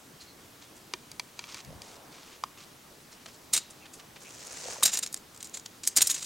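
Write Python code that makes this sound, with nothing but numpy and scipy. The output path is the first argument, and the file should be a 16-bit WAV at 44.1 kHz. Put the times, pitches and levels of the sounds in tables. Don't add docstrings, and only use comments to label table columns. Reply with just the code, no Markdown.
import sys
import numpy as np
from scipy import signal
from scipy.fft import rfft, irfft, next_fast_len
from scipy.io import wavfile
from scipy.ndimage import uniform_filter1d

SR = 44100
rng = np.random.default_rng(int(sys.argv[2]) if len(sys.argv) > 2 else 0)


def to_wav(s):
    ch = np.atleast_2d(s).T
    pcm = np.round(np.clip(ch, -1, 1) * 32767)
    wavfile.write(sys.argv[1], SR, pcm.astype(np.int16))


N = 275625
TIME, FREQS = np.arange(N) / SR, np.fft.rfftfreq(N, 1 / SR)
FILTER_HZ = abs(np.fft.fftfreq(1024, 1 / SR))


def wings(ring_db=-12, graze_lead_s=.007, graze_db=-21, soft_tilt=-2.5):
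    # crest_s, level_db, length_s, tilt_db_per_octave
    crinkles = [(3.539, -15.5, .012, 0.5), (3.553, -25.5, 0.017, -4), (3.566, -21, 0.0087, -1),
                (3.578, -22.5, 0.011, -2), (4.835, -10.5, 0.0074, -1.5), (4.858, -14, 0.013, -.5),
                (4.879, -26.5, .007, -5), (4.974, -23.5, 0.0093, 0), (4.99, -22, 0.0045, 0.5),
                (5.033, -26, 0.013, -2.5), (5.064, -28.5, 0.0033, -2.5), (5.128, -33, .0033, 8),
                (5.143, -22.5, .003, 1), (5.429, -30, .0027, 0), (5.446, -38, 0.006, 1),
                (5.547, -35, 0.02, -3), (5.661, -34, .005, -6.5), (5.876, -14, 0.0079, 3),
                (5.966, -16, 0.0062, 3), (5.974, -12, .0095, 0.5), (5.986, -20.5, .011, -5),
                (6.01, -23, 0.011, -6.5), (6.021, -11, .01, 0), (6.073, -18.5, 0.0084, 5.5),
                (6.1, -19.5, .005, -0.5), (6.111, -21, .013, 1.5), (6.147, -28, 0.015, -1.5),
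                (6.227, -31.5, .011, -3)]
    # start_s, end_s, level_db, crumple_length_s
    rustles = [(4.843, 4.97, -31.5, .013), (5.074, 5.095, -37, .009), (5.153, 5.191, -39.5, .003),
               (5.343, 5.505, -44, .005), (5.567, 5.591, -38, .008), (5.82, 5.872, -38, .014),
               (6.045, 6.25, -39, .013)]
    # pitch_hz, level_db, t60_s
    wing_modes = [(3800, -30, .025), (4600, -41.5, 0.033), (6650, -27, 0.014), (7240, -48, 0.022),
                  (7680, -20, 0.0072), (9300, -39, .02)]
    out = np.zeros(N)
    for s, db, length, tilt in crinkles:
        add(out, *crinkle(s, db, length, tilt))
        add(out, *crinkle(s - graze_lead_s, db + graze_db, length, soft_tilt))
    for start, end, db, length in rustles:
        for s in scatter(start, end, gap_s=.016):
            force, stretch, shine = rng.standard_normal(3)
            add(out, *crinkle(s, db + 3 * force, length * 2 ** (.5 * stretch), soft_tilt + 1.9 * shine))
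    ringing = signal.fftconvolve(out, ring(wing_modes, TIME[:SR // 10]))[:N]
    return out + amp(ring_db) * ringing


def crinkle(s, db, length, tilt, fold_hz=7330, hard_db=-15, glancing_s=.0043):
    # frequency_hz, density_db
    foil = [(60, -25), (200, -12.5), (700, -13), (1300, -11.5), (2000, -8), (3000, -5.5), (4000, -2.5),
            (6000, -1.5), (8500, -1), (10500, -7), (13000, -10), (16000, -15)]
    rise, softness_db = .38 * length, hard_db - db
    fold_db = (6 + .099 * softness_db) * peak(fold_hz * (1 + .052 * rng.standard_normal()), 2200)
    facets_db = 6 * np.max([peak(hz, 350) for hz in rng.uniform(3800, 11880, size=8)], axis=0)
    crack_db = 6 * peak(12700, 4800) / (1 + amp(7.8 * softness_db))
    slide = .25 + (rise / glancing_s) ** 2 / 2
    swarm = crumple(rise, length - rise, snaps_per_s=4000, spread_db=35, slide=slide)
    sound = signal.fftconvolve(swarm, colour(foil, tilt, fold_db + facets_db + crack_db))
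    return s - 2 * rise, amp(db) * sound * np.linalg.norm(swarm) / np.linalg.norm(sound)


def crumple(rise, fall, snaps_per_s, spread_db, slide):
    t = np.arange(-2 * rise, 10 * fall, 1 / SR)
    swell = np.where(t < 0, np.exp(-(t / rise) ** 2), np.exp(-abs(t) / fall))
    chance, size, side = rng.random((3, len(t)))
    snaps = (chance < snaps_per_s / SR) * amp(spread_db * size) * np.sign(side - .5)
    swarm = swell * (evened(snaps) + slide * rng.standard_normal(len(t)))
    return swarm * np.linalg.norm(swell) / np.linalg.norm(swarm)


def wand(crack_db=8, crack_s=.0022, rise_s=.00037, detune=.017):
    # start_s, peak_db, tilt_db_per_octave
    clacks = [(0.9367, -16.5, -2), (1.1156, -31, 8), (1.1963, -16.5, 1), (1.3916, -22, -0.5),
              (1.44, -28.5, -4), (1.544, -27, 3.5), (1.648, -35, 9), (1.8182, -30.5, 6)]
    # pitch_hz, level_db, t60_s
    wand_modes = [(370, -20.5, 0.064), (960, -6, 0.033), (1250, -26, 0.019), (1810, -15, 0.047),
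                  (2343, 0, 0.028), (2737, -3.5, .018), (3280, -5.5, 0.029), (3990, -5, 0.018),
                  (4530, 0, 0.019), (4950, 4, 0.0099), (5820, 0.5, 0.01), (6420, -1, 0.014),
                  (8050, -3, 0.0066)]
    out, t = np.zeros(N), TIME[:SR // 10]
    for s, db, tilt in clacks:
        hold = rng.standard_normal((len(wand_modes), 2))
        modes = [(hz * (1 + detune * bend), level + uneven_db, t60)
                 for (hz, level, t60), (bend, uneven_db) in zip(wand_modes, hold)]
        crack = burst(t, crack_s, band_hz=[800, 6500])
        clack = (ring(modes, t) + amp(crack_db) * crack) * (1 - np.exp(-t / rise_s))
        clack = signal.fftconvolve(clack, colour([(1, 0)], tilt))
        add(out, s, amp(db) * clack / abs(clack).max())
    return out


def grip(creak_hz=612, creak_octaves=.46, bounce_s=.0058, bounce_db=-17):
    # start_s, level_db, pitch_hz
    knocks = [(0.9381, -39, 364), (2.4375, -18.5, 1113), (4.8263, -21.5, 1119)]
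    # start_s, end_s, level_db
    creaks = [(1.691, 1.735, -42.5), (4.649, 4.71, -35), (4.745, 4.82, -39)]
    out, t = np.zeros(N), TIME[:SR // 10]
    small_knocks = [(s, db, creak_hz * 2 ** (creak_octaves * rng.standard_normal()))
                    for start, end, db in creaks for s in scatter(start, end, gap_s=.018)]
    for s, db, hz in knocks + small_knocks:
        crest_s = 1.02 / hz
        body = t / crest_s * np.exp(1 - t / crest_s) * np.sin(2 * np.pi * hz * t)
        tick = burst(t, decay_s=.0018, band_hz=[1500, 6500])
        tick_db = -4 + 1.5 * np.log2(hz / 1000)
        knock = amp(db) * (body + amp(tick_db) * tick / abs(tick).max())
        add(out, s, knock)
        add(out, s + bounce_s, amp(bounce_db) * knock)
    return out


def paws():
    # crest_s, level_db, length_s, tilt_db_per_octave
    scuffs = [(0.217, -51, .038, 8), (0.625, -51.5, 0.033, 3.5), (0.769, -54.5, .035, 15),
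              (3.125, -50.5, 0.025, 6.5), (3.262, -40, 0.0082, 2), (3.285, -48.5, 0.023, 2),
              (3.339, -55.5, 0.035, 13), (3.708, -46.5, .016, 15.5), (3.859, -45.5, .01, -2),
              (3.942, -46, .03, 15), (3.998, -45, .0095, 2), (4.164, -45.5, .0135, -2)]
    # frequency_hz, density_db
    dirt = [(200, -14), (700, 4), (1300, 4.5), (2600, 6), (4500, 3), (7000, -1), (10000, -14.5),
            (16000, -46)]
    out = np.zeros(N)
    for s, db, length, tilt in scuffs:
        rise = .3 * length
        swarm = crumple(rise, length - rise, snaps_per_s=1400, spread_db=23, slide=.48)
        add(out, s - 2 * rise, amp(db) * signal.fftconvolve(swarm, colour(dirt, tilt)))
    return out


def sleeve(grain=.3):
    # start_s, length_s, level_db, tilt_db_per_octave
    brushes = [(1.359, 0.19, -56, 0), (1.474, .14, -48.5, 0.5), (1.811, 0.16, -55.5, 4.5),
               (2.099, 0.273, -55, -0.5), (2.569, 0.079, -53.5, 0)]
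    # frequency_hz, density_db
    cloth_soft = [(250, -35), (700, -13), (1150, 2.5), (1700, -6), (2400, 1), (3500, -1), (5000, -1),
                  (6500, -2), (9000, -11), (15000, -40)]
    brushing = np.zeros(N)
    for s, length, db, tilt in brushes:
        hiss = signal.fftconvolve(rng.standard_normal(round(length * SR)), colour(cloth_soft, tilt))
        add(brushing, s, amp(db) * hiss * signal.windows.tukey(len(hiss), .2))
    sliding = brushing + swing()
    catches = evened(uniform_filter1d(rng.standard_normal(N), size=130))
    return sliding * np.exp(grain * catches)


def swing(start_s=4.19, peak_s=4.73, attack_s=.032, growth_db_per_s=30, brake_db_per_s=130):
    # frequency_hz, density_db
    cloth_fast = [(200, -19), (480, 3.5), (800, -1), (1500, -2), (2400, -2), (3400, -4.5), (5000, 0),
                  (6500, 4), (8000, -1.5), (9500, -10), (11500, -25), (16000, -21)]
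    past_peak = TIME - peak_s
    speed = amp(-39.5 + np.minimum(growth_db_per_s * past_peak, -brake_db_per_s * past_peak))
    speed *= np.clip((TIME - start_s) / attack_s, 0, 1)
    fibres = rng.standard_normal(N) * (rng.random(N) < 160 / SR)
    fizz = evened(signal.lfilter(*signal.butter(3, [5500, 10500], "band", fs=SR), fibres))
    return speed * (noise(cloth_fast, patchy_db=-.5) + amp(-10) * fizz)


def handling(crossfeed=.42):
    # crest_s, half_length_s, level_db, upper_edge_hz
    shifts = [(1.695, 0.032, -46.5, 165), (1.767, 0.05, -50.5, 187), (1.937, 0.34, -55, 1030),
              (6.014, 0.044, -54, 188)]
    out = np.zeros((2, N))
    for s, width, db, edge_hz in shifts:
        band = signal.butter(2, [edge_hz / 3, edge_hz], "band", fs=SR, output="sos")
        rub = signal.sosfilt(band, rng.standard_normal((2, N)))
        out += amp(db) * evened(rub + crossfeed * rub[::-1]) * np.exp(-((TIME - s) / width) ** 2)
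    return out


def birds(rasp_hz=230, glide=-.02):
    # start_s, length_s, pitch_hz, level_db
    chirps = [(0.196, 0.04, 4350, -51), (0.263, 0.062, 4280, -57), (3.104, 0.047, 4350, -62),
              (3.11, .045, 5595, -64), (3.313, 0.059, 4350, -63), (3.799, .085, 2550, -56.5),
              (4.238, 0.057, 2520, -52.5)]
    out = np.zeros(N)
    for s, length, hz, db in chirps:
        progress = np.linspace(0, 1, round(length * SR))
        flutter = signal.lfilter(*signal.butter(2, rasp_hz, fs=SR), rng.standard_normal((2, len(progress))))
        phase = 2 * np.pi * np.cumsum(hz * (1 + glide * progress)) / SR
        note = evened(flutter[0] * np.cos(phase) + flutter[1] * np.sin(phase))
        add(out, s, amp(db) * np.sin(np.pi * progress) * note)
    return out + amp(-17) * park(out)


def park(x, apart=.081):
    # frequency_hz, t60_s
    decay = [(300, 0.53), (2000, 0.53), (7000, 0.23), (15000, 0.031)]
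    n = SR // 2
    mid, side = rng.standard_normal((2, n)) * (rng.random((2, n)) < 4000 / SR)
    taps = np.array([mid + apart * side, mid - apart * side]) * (TIME[:n] > .004)
    hz, t, spectrum = signal.stft(taps, SR, nperseg=256)
    tail = signal.istft(spectrum * amp(-60 * t / read(decay, hz)[:, None]), SR, nperseg=256)[1]
    return signal.fftconvolve(x[None], tail / np.linalg.norm(tail[0]), axes=1)[:, :N]


def air(level_db=-53):
    # frequency_hz, density_db
    hush = [(15, -11), (25, -14), (74, -6), (137, -2), (217, -3), (309, -2), (335, -3), (560, -7),
            (1190, -9), (1700, -11.5), (2350, -13), (4870, -14.5), (5880, -14.5), (13600, -21.5),
            (16000, -21)]
    return amp(level_db) * noise(hush, patchy_db=1.0)


def noise(points, patchy_db, size=512):
    # frequency_hz, correlation
    likeness = [(60, 0.97), (180, 0.96), (550, 0.49), (1650, 0.39), (4970, 0.81), (15000, 1)]
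    hz = np.fft.rfftfreq(size, 1 / SR)
    a, b, c, d, patches = rng.standard_normal((5, 4 * N // size + 5, len(hz)))
    patches = evened(uniform_filter1d(uniform_filter1d(patches, size=16, axis=0), size=10, axis=1))
    same = np.clip(read(likeness, hz), -1, 1)
    left = a + 1j * b
    right = same * left + np.sqrt(1 - same ** 2) * (c + 1j * d)
    frames = np.array([left, right]) * amp(patchy_db * patches)
    white = signal.istft(frames, nperseg=size, noverlap=size - size // 4, time_axis=1, freq_axis=2)[1]
    return evened(irfft(rfft(white[:, :N]) * amp(read(points, FREQS)), N))


def stereo_pair(x, side_db):
    side = amp(side_db) * signal.hilbert(x, next_fast_len(N)).imag[:N]
    return x + np.array([side, -side])


def colour(points, tilt, peaks_db=0):
    gain_db = read(points, FILTER_HZ) + tilt * np.log2(np.clip(FILTER_HZ, 2500, 13000)) + peaks_db
    minimum_phase = np.exp(np.conj(signal.hilbert(np.log(amp(gain_db)))))
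    response = np.fft.ifft(minimum_phase).real[:len(FILTER_HZ) // 2]
    return response / np.linalg.norm(response)


def ring(modes, t):
    return sum(amp(db - 60 * t / t60) * np.sin(2 * np.pi * (hz * t + rng.random()))
               for hz, db, t60 in modes)


def burst(t, decay_s, band_hz):
    dying = rng.standard_normal(len(t)) * np.exp(-t / decay_s)
    return signal.lfilter(*signal.butter(2, band_hz, "band", fs=SR), dying)


def peak(hz, width_hz):
    return 1 / (1 + (2 * (FILTER_HZ - hz) / width_hz) ** 2)


def scatter(start, end, gap_s):
    slots = np.arange(start, end - gap_s / 2, gap_s)
    return slots + gap_s * rng.random(len(slots))


def amp(db):
    return 10 ** (np.asarray(db) / 20)


def evened(x):
    return x / np.sqrt(np.mean(x ** 2) + 1e-20)


def read(points, hz):
    f, value = np.transpose(points)
    return np.interp(np.log(hz + 1), np.log(f + 1), value)


def add(mix, s, sound):
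    part = mix[max(round(s * SR), 0):][:len(sound)]
    part += sound[:len(part)]


def scene():
    kittens, hand = wings() + paws(), wand() + grip()
    echoes = park(amp(-20) * kittens + amp(-27) * hand)
    ambience = air()
    direct = stereo_pair(kittens + hand, side_db=-19.5)
    return direct + echoes + sleeve() + handling() + birds() + ambience


def record(dry):
    ceiling = .6
    squashed = ceiling * np.tanh(dry / ceiling)
    lowpass = signal.firwin(511, 16000, window=("kaiser", 9), fs=SR)
    return signal.oaconvolve(squashed, lowpass[None], "same")


dry = scene()
out = record(dry)
to_wav(out)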